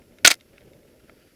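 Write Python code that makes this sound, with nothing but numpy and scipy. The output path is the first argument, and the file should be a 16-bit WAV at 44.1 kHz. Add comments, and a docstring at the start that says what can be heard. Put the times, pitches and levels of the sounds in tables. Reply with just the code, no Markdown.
"""On a dirt forest trail, a mountain bike carrying a camera rolls downhill and takes one hard jolt.
Something, probably a twig, knocks on the camera housing, with one hollow clunk, and scrapes and
squeaks along it, so close to the microphone that it overloads. Around the jolt, small stones tick
and the tyres rumble softly over the dirt. A faint whirr comes in near the end."""
import sys
import numpy as np
from scipy import signal
from scipy.fft import rfft, irfft
from scipy.io import wavfile
from scipy.ndimage import uniform_filter1d

SR = 44100
rng = np.random.default_rng(int(sys.argv[2]) if len(sys.argv) > 2 else 0)


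def generate_wav(sig):
    """Save sig (samples, or channels by samples) to the path in sys.argv[1] as 16-bit PCM at SR."""
    pcm = np.round(np.clip(np.atleast_2d(sig).T, -1, 1) * 32767).astype(np.int16)
    wavfile.write(sys.argv[1], SR, pcm)


N = 59535

# Hard knocks on the camera housing. A fade time is how long a sound takes to drop by 60 dB.
# (time [s], crack level [dB], ring level [dB], crack fade time [s], treble tilt [dB per octave])
KNOCKS = [(0.2458, -21, -38.5, .03, 0), (0.2471, -15.5, -27, .02, 0.5), (0.2489, -1, -6, .026, -1.26),
          (0.2523, -6, -15.5, .015, -0.5), (0.2570, -12.5, -15, .02, -2), (0.2608, 1.5, -18.5, .008, 1.5),
          (0.2646, -10.5, -27, .014, 2.5), (0.2729, -1, -6.5, .026, 0.5), (0.2790, -4.5, -18.5, .011, -1),
          (0.2885, -24, -36.5, .018, 2.5), (0.304, -12, -22, .014, 1), (0.3088, -12.5, -23.5, .016, 1),
          (0.3120, -12, -20.5, .022, 2.5), (0.3141, -12, -25.5, .02, 0), (0.3151, -13.5, -25.5, .028, 1),
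          (0.3278, -27.5, -31, .018, 0), (0.3322, -32, -44, 0.019993, 3), (0.3422, -27, -60, .008, 3),
          (0.353, -44, -71, 0.0112, 5)]
# The tones that the struck housing rings with: (pitch [Hz], relative level [dB], fade time [s])
HOUSING_TONES = [(309, -19.5, .07), (707, -8.5, .045), (922, -12.5, 0.035), (1081, -12, 0.029),
                 (1372.6, -6.5, 0.049), (2066, -5.5, 0.055), (2242, -3.5, .045), (2383, -4.5, 0.047),
                 (2660, -9, .045), (4024, -9, 0.027), (4297, -7.5, 0.032), (4630, -10, 0.043),
                 (5072, -12.5, .05), (6229, -13, 0.062)]
# The mix of low and high in a crack or scrape: (frequency [Hz], relative level [dB])
CRACK_COLOUR = [(30, -19.5), (150, -19), (230, -16.5), (310, -6), (480, -8.5), (700, -8), (860, -12.5),
                (1350, -3), (2300, 3), (3400, -0.5), (4500, -0.5), (7000, -8), (10000, -12), (15000, -21.5),
                (18000, -37.5)]
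# Scrapes along the housing: (time [s], length [s], level [dB], treble tilt [dB per octave])
SCRAPES = [(0.256, .022, -20, -0.5), (0.276, .030, -29.5, -0.5), (0.299, 0.02224, -23, 0),
           (0.321, 0.013, -42.5, -6.5), (0.3372, .008, -35, 3)]
# Squeaks on the housing: (time [s], length [s], first pitch [Hz], last pitch [Hz], level [dB])
SQUEAKS = [(0.253, .003, 4100, 4330, -3.5), (0.2746, 0.006, 6006, 6655, -2),
           (0.2771, .004, 7953, 8500, -4.5), (0.2828, 0.002, 6502, 6530, -21),
           (0.2876, .0042, 6470, 6450, -24)]
# Small stones ticking:
# (time [s], level [dB], band centre [Hz], band width to each side [octaves], fade time [s])
STONES = [(0.018, -55.5, 2410, .7, 0.043), (0.121, -58, 2600, 0.56, 0.028),
          (0.1852, -45, 2500, 0.98, 0.024), (0.401, -48, 4000, 0.24, 0.0087),
          (0.4091, -41.5, 3500, .55, 0.013), (0.5335, -55.5, 1880, 0.51, 0.026),
          (0.5807, -40, 2100, .8, .013), (0.6075, -49, 2980, 0.43, 0.015),
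          (0.6174, -51.5, 2380, 0.82, .014), (0.7335, -49, 3160, .7, 0.01421),
          (0.8315, -52, 2520, 0.62, 0.0094), (1.0955, -36, 1350, .7, .017)]
# The tones that the housing gives to each tick: (pitch [Hz], relative level [dB])
TICK_TONES = [(380, -7), (650, 8.5), (1380, 2), (1750, -1.5), (2150, 2.5), (2800, -7), (3700, -5.5),
              (5200, -10), (9200, 3)]
# The scratchy part of a tick: (frequency [Hz], relative level [dB])
SCRATCH_COLOUR = [(650, 2), (1000, -14), (1400, 0), (4000, 0), (12000, 2)]
# How loud the rolling tyres are: (time [s], rumble level [dB], crunch level [dB])
TYRE_LEVELS = [(0, -50.5, -70), (.13, -50, -69), (.23, -47, -69), (.37, -53, -70.5), (.47, -54, -69.5),
               (.55, -50.5, -65), (.69, -48, -67.5), (.80, -50, -70.5), (.92, -52, -66), (1.0, -53, -70),
               (1.13, -50.5, -65), (1.35, -55.5, -67.5)]
# The low rumble of the tyres: (frequency [Hz], relative level [dB])
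RUMBLE_COLOUR = [(20, 12.5), (35, 13), (75, 11.5), (160, 4.5), (380, 2), (610, -1.5), (690, -11.5),
                 (1000, -21.5), (2000, -45.5)]
# The crunch of the dirt: (frequency [Hz], relative level [dB])
CRUNCH_COLOUR = [(700, -25), (1100, -12), (1350, 0), (1900, -1.5), (2900, -3.5), (4000, -13), (4700, -9.5),
                 (7000, -19.5), (12000, -27.5)]
# The recorder's own hiss: (frequency [Hz], relative level [dB])
HISS_COLOUR = [(100, 0.5), (5500, 1), (8000, -1.5), (10500, -2), (12200, 2), (15100, -2.5), (15500, -34.5)]
# The recorder's faint whine: (pitch [Hz], level [dB])
WHINE_TONES = [(5545, -83.5), (11090, -76)]

CRACK_RISE_S, RING_RISE_S, GRAIN_DB = 0.00015, 0.00035, 2


def knocks():
    """Something strikes the camera housing: each hit is a gritty crack and a short ring."""
    out, t = np.zeros(N), np.arange(2 ** 13) / SR
    for start, crack_db, ring_db, fade_s, tilt_db in KNOCKS:
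        crack = colour(grit(GRAIN_DB, len(t)), CRACK_COLOUR, tilt_db) * amp(crack_db) * fade(t, fade_s)
        ring = sum(amp(db + ring_db) * fade(t, ring_s) * np.sin(2 * np.pi * hz * t)
                   for hz, db, ring_s in HOUSING_TONES)
        add(out, start, crack * rise(t, CRACK_RISE_S) + ring * rise(t, RING_RISE_S))
    return out


def clunk(start=.2495, hz=1464, db=-4.5, fade_s=0.027):
    """The heaviest knock sets off one hollow tone that swells and dies quickly."""
    out, t = np.zeros(N), np.arange(2 ** 13) / SR
    shape = rise(t, rise_s=.002) * np.exp(-np.log(1000) * (t / fade_s) ** 2)
    add(out, start, amp(db) * shape * np.sin(2 * np.pi * hz * t))
    return out


def squeaks(wobble=0.058):
    """Something pressed hard on the housing sticks and slips, making a shaky, gliding tone."""
    out = np.zeros(N)
    for start, length, first_hz, last_hz, db in SQUEAKS:
        n = round(length * SR)
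        hz = np.linspace(first_hz, last_hz, n) * (1 + wobble * wander(2048, span=12)[:n])
        tone = np.sin(2 * np.pi * np.cumsum(hz) / SR)
        add(out, start, amp(db) * signal.windows.tukey(n, .5) * tone)
    return out


def scrapes():
    """Something slides along the housing in a short swell of gritty noise."""
    out = np.zeros(N)
    for start, length, db, tilt_db in SCRAPES:
        scrape = colour(grit(GRAIN_DB, 4096), CRACK_COLOUR, tilt_db)[:round(length * SR)]
        swell = np.sin(np.linspace(0, np.pi, len(scrape)))
        add(out, start, amp(db) * scrape * swell)
    return out


def stones(scratch_db=-4):
    """Each stone gives a brief ringing tick, coloured by the camera housing, with a little scratch."""
    out, t = np.zeros(N), np.arange(2 ** 11) / SR
    hz = np.fft.rfftfreq(len(t), 1 / SR) + 1
    for start, db, centre_hz, width, fade_s in STONES:
        band = 1 / (1 + (np.log2(hz / centre_hz) / (2 * width)) ** 2) ** 3
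        ring = sum(amp(level) * np.interp(pitch, hz, band) * np.sin(2 * np.pi * (pitch * t + rng.random()))
                   for pitch, level in TICK_TONES)
        band_noise = irfft(band * rfft(rng.standard_normal(len(t))))
        tick = unit(unit(ring) + amp(scratch_db) * colour(band_noise, SCRATCH_COLOUR))
        add(out, start, amp(db) * tick * fade(t, fade_s) * rise(t, RING_RISE_S))
    return out


def tyres(lump_db=2):
    """Rolling tyres make a lumpy low rumble, with a fine crunch of dirt above it."""
    t = np.arange(N) / SR
    times, rumble_db, crunch_db = np.transpose(TYRE_LEVELS)
    rumble = colour(rng.standard_normal(N), RUMBLE_COLOUR)
    rumble *= amp(np.interp(t, times, rumble_db) + lump_db * wander(N, span=700))
    crunch = colour(grit(grain_db=4.5, size=N), CRUNCH_COLOUR)
    crunch *= amp(np.interp(t, times, crunch_db) + lump_db * wander(N, span=500))
    return rumble + crunch


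def whirr(start=1.0, rise_s=.15, centre_hz=4686, width_hz=350, db=-75.5):
    """A thin, fuzzy whistle from the bike fades in near the end."""
    t, hz = np.arange(N) / SR, np.fft.rfftfreq(N, 1 / SR)
    band = 1 / (1 + (2 * (hz - centre_hz) / width_hz) ** 2)
    whistle = unit(irfft(band * rfft(rng.standard_normal(N)), N))
    return amp(db) * whistle * np.clip((t - start) / rise_s, 0, 1)


def amp(db):
    """Turns decibels into a number to multiply by."""
    return 10 ** (np.asarray(db) / 20)


def unit(x):
    """Scales a sound to an average (rms) strength of 1."""
    return x / np.sqrt(np.mean(x ** 2) + 1e-20)


def rise(t, rise_s):
    """Climbs smoothly from 0 towards 1."""
    return 1 - np.exp(-t / rise_s)


def fade(t, fade_s):
    """Dies away by 60 dB in fade_s seconds."""
    return np.exp(-np.log(1000) * t / fade_s)


def add(mix, start, sound):
    """Mixes a sound in at a start time in seconds."""
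    part = mix[round(start * SR):][:len(sound)]
    part += sound[:len(part)]


def colour(x, points, tilt_db=0):
    """Shapes the lows and highs at strength 1; the tilt acts above about 1000 Hz."""
    octave = np.log2(np.fft.rfftfreq(len(x), 1 / SR) + 1)
    hz, db = np.transpose(points)
    curve_db = np.interp(octave, np.log2(hz), db) + tilt_db * np.maximum(octave, 10)
    return unit(irfft(rfft(x) * amp(curve_db), len(x)))


def grit(grain_db, size):
    """A stream of tiny hits; more grain_db makes them more uneven."""
    return rng.standard_normal(size) * amp(grain_db * np.minimum(rng.exponential(1, size), 4))


def wander(size, span):
    """A smooth random drift of strength 1 that changes over about span samples."""
    return unit(uniform_filter1d(uniform_filter1d(rng.standard_normal(size), span), span))


def scene():
    """The jolt over the rolling bike, in one channel."""
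    return (knocks() + clunk() + scrapes() + squeaks() + stones() + tyres() + whirr())[None]


def record(dry, hiss_db=-68, ceiling=0.99, hardness=4.0, low_cut_hz=200, high_cut_hz=17070):
    """The recorder adds hiss and whine, overloads, thins the bass and cuts the highest treble."""
    t = np.arange(N) / SR
    whine = sum(np.sqrt(2) * amp(db) * np.sin(2 * np.pi * hz * t) for hz, db in WHINE_TONES)
    x = dry + whine + amp(hiss_db) * colour(rng.standard_normal(N), HISS_COLOUR)
    x = x / (1 + abs(x / ceiling) ** hardness) ** (1 / hardness)  # flattens the loudest peaks
    x = signal.lfilter(*signal.butter(1, low_cut_hz, "highpass", fs=SR), x)
    treble_cut = signal.firwin(255, high_cut_hz, window=("kaiser", 8), fs=SR)
    return signal.oaconvolve(x, treble_cut[None], "same")


dry = scene()
out = record(dry)
generate_wav(out)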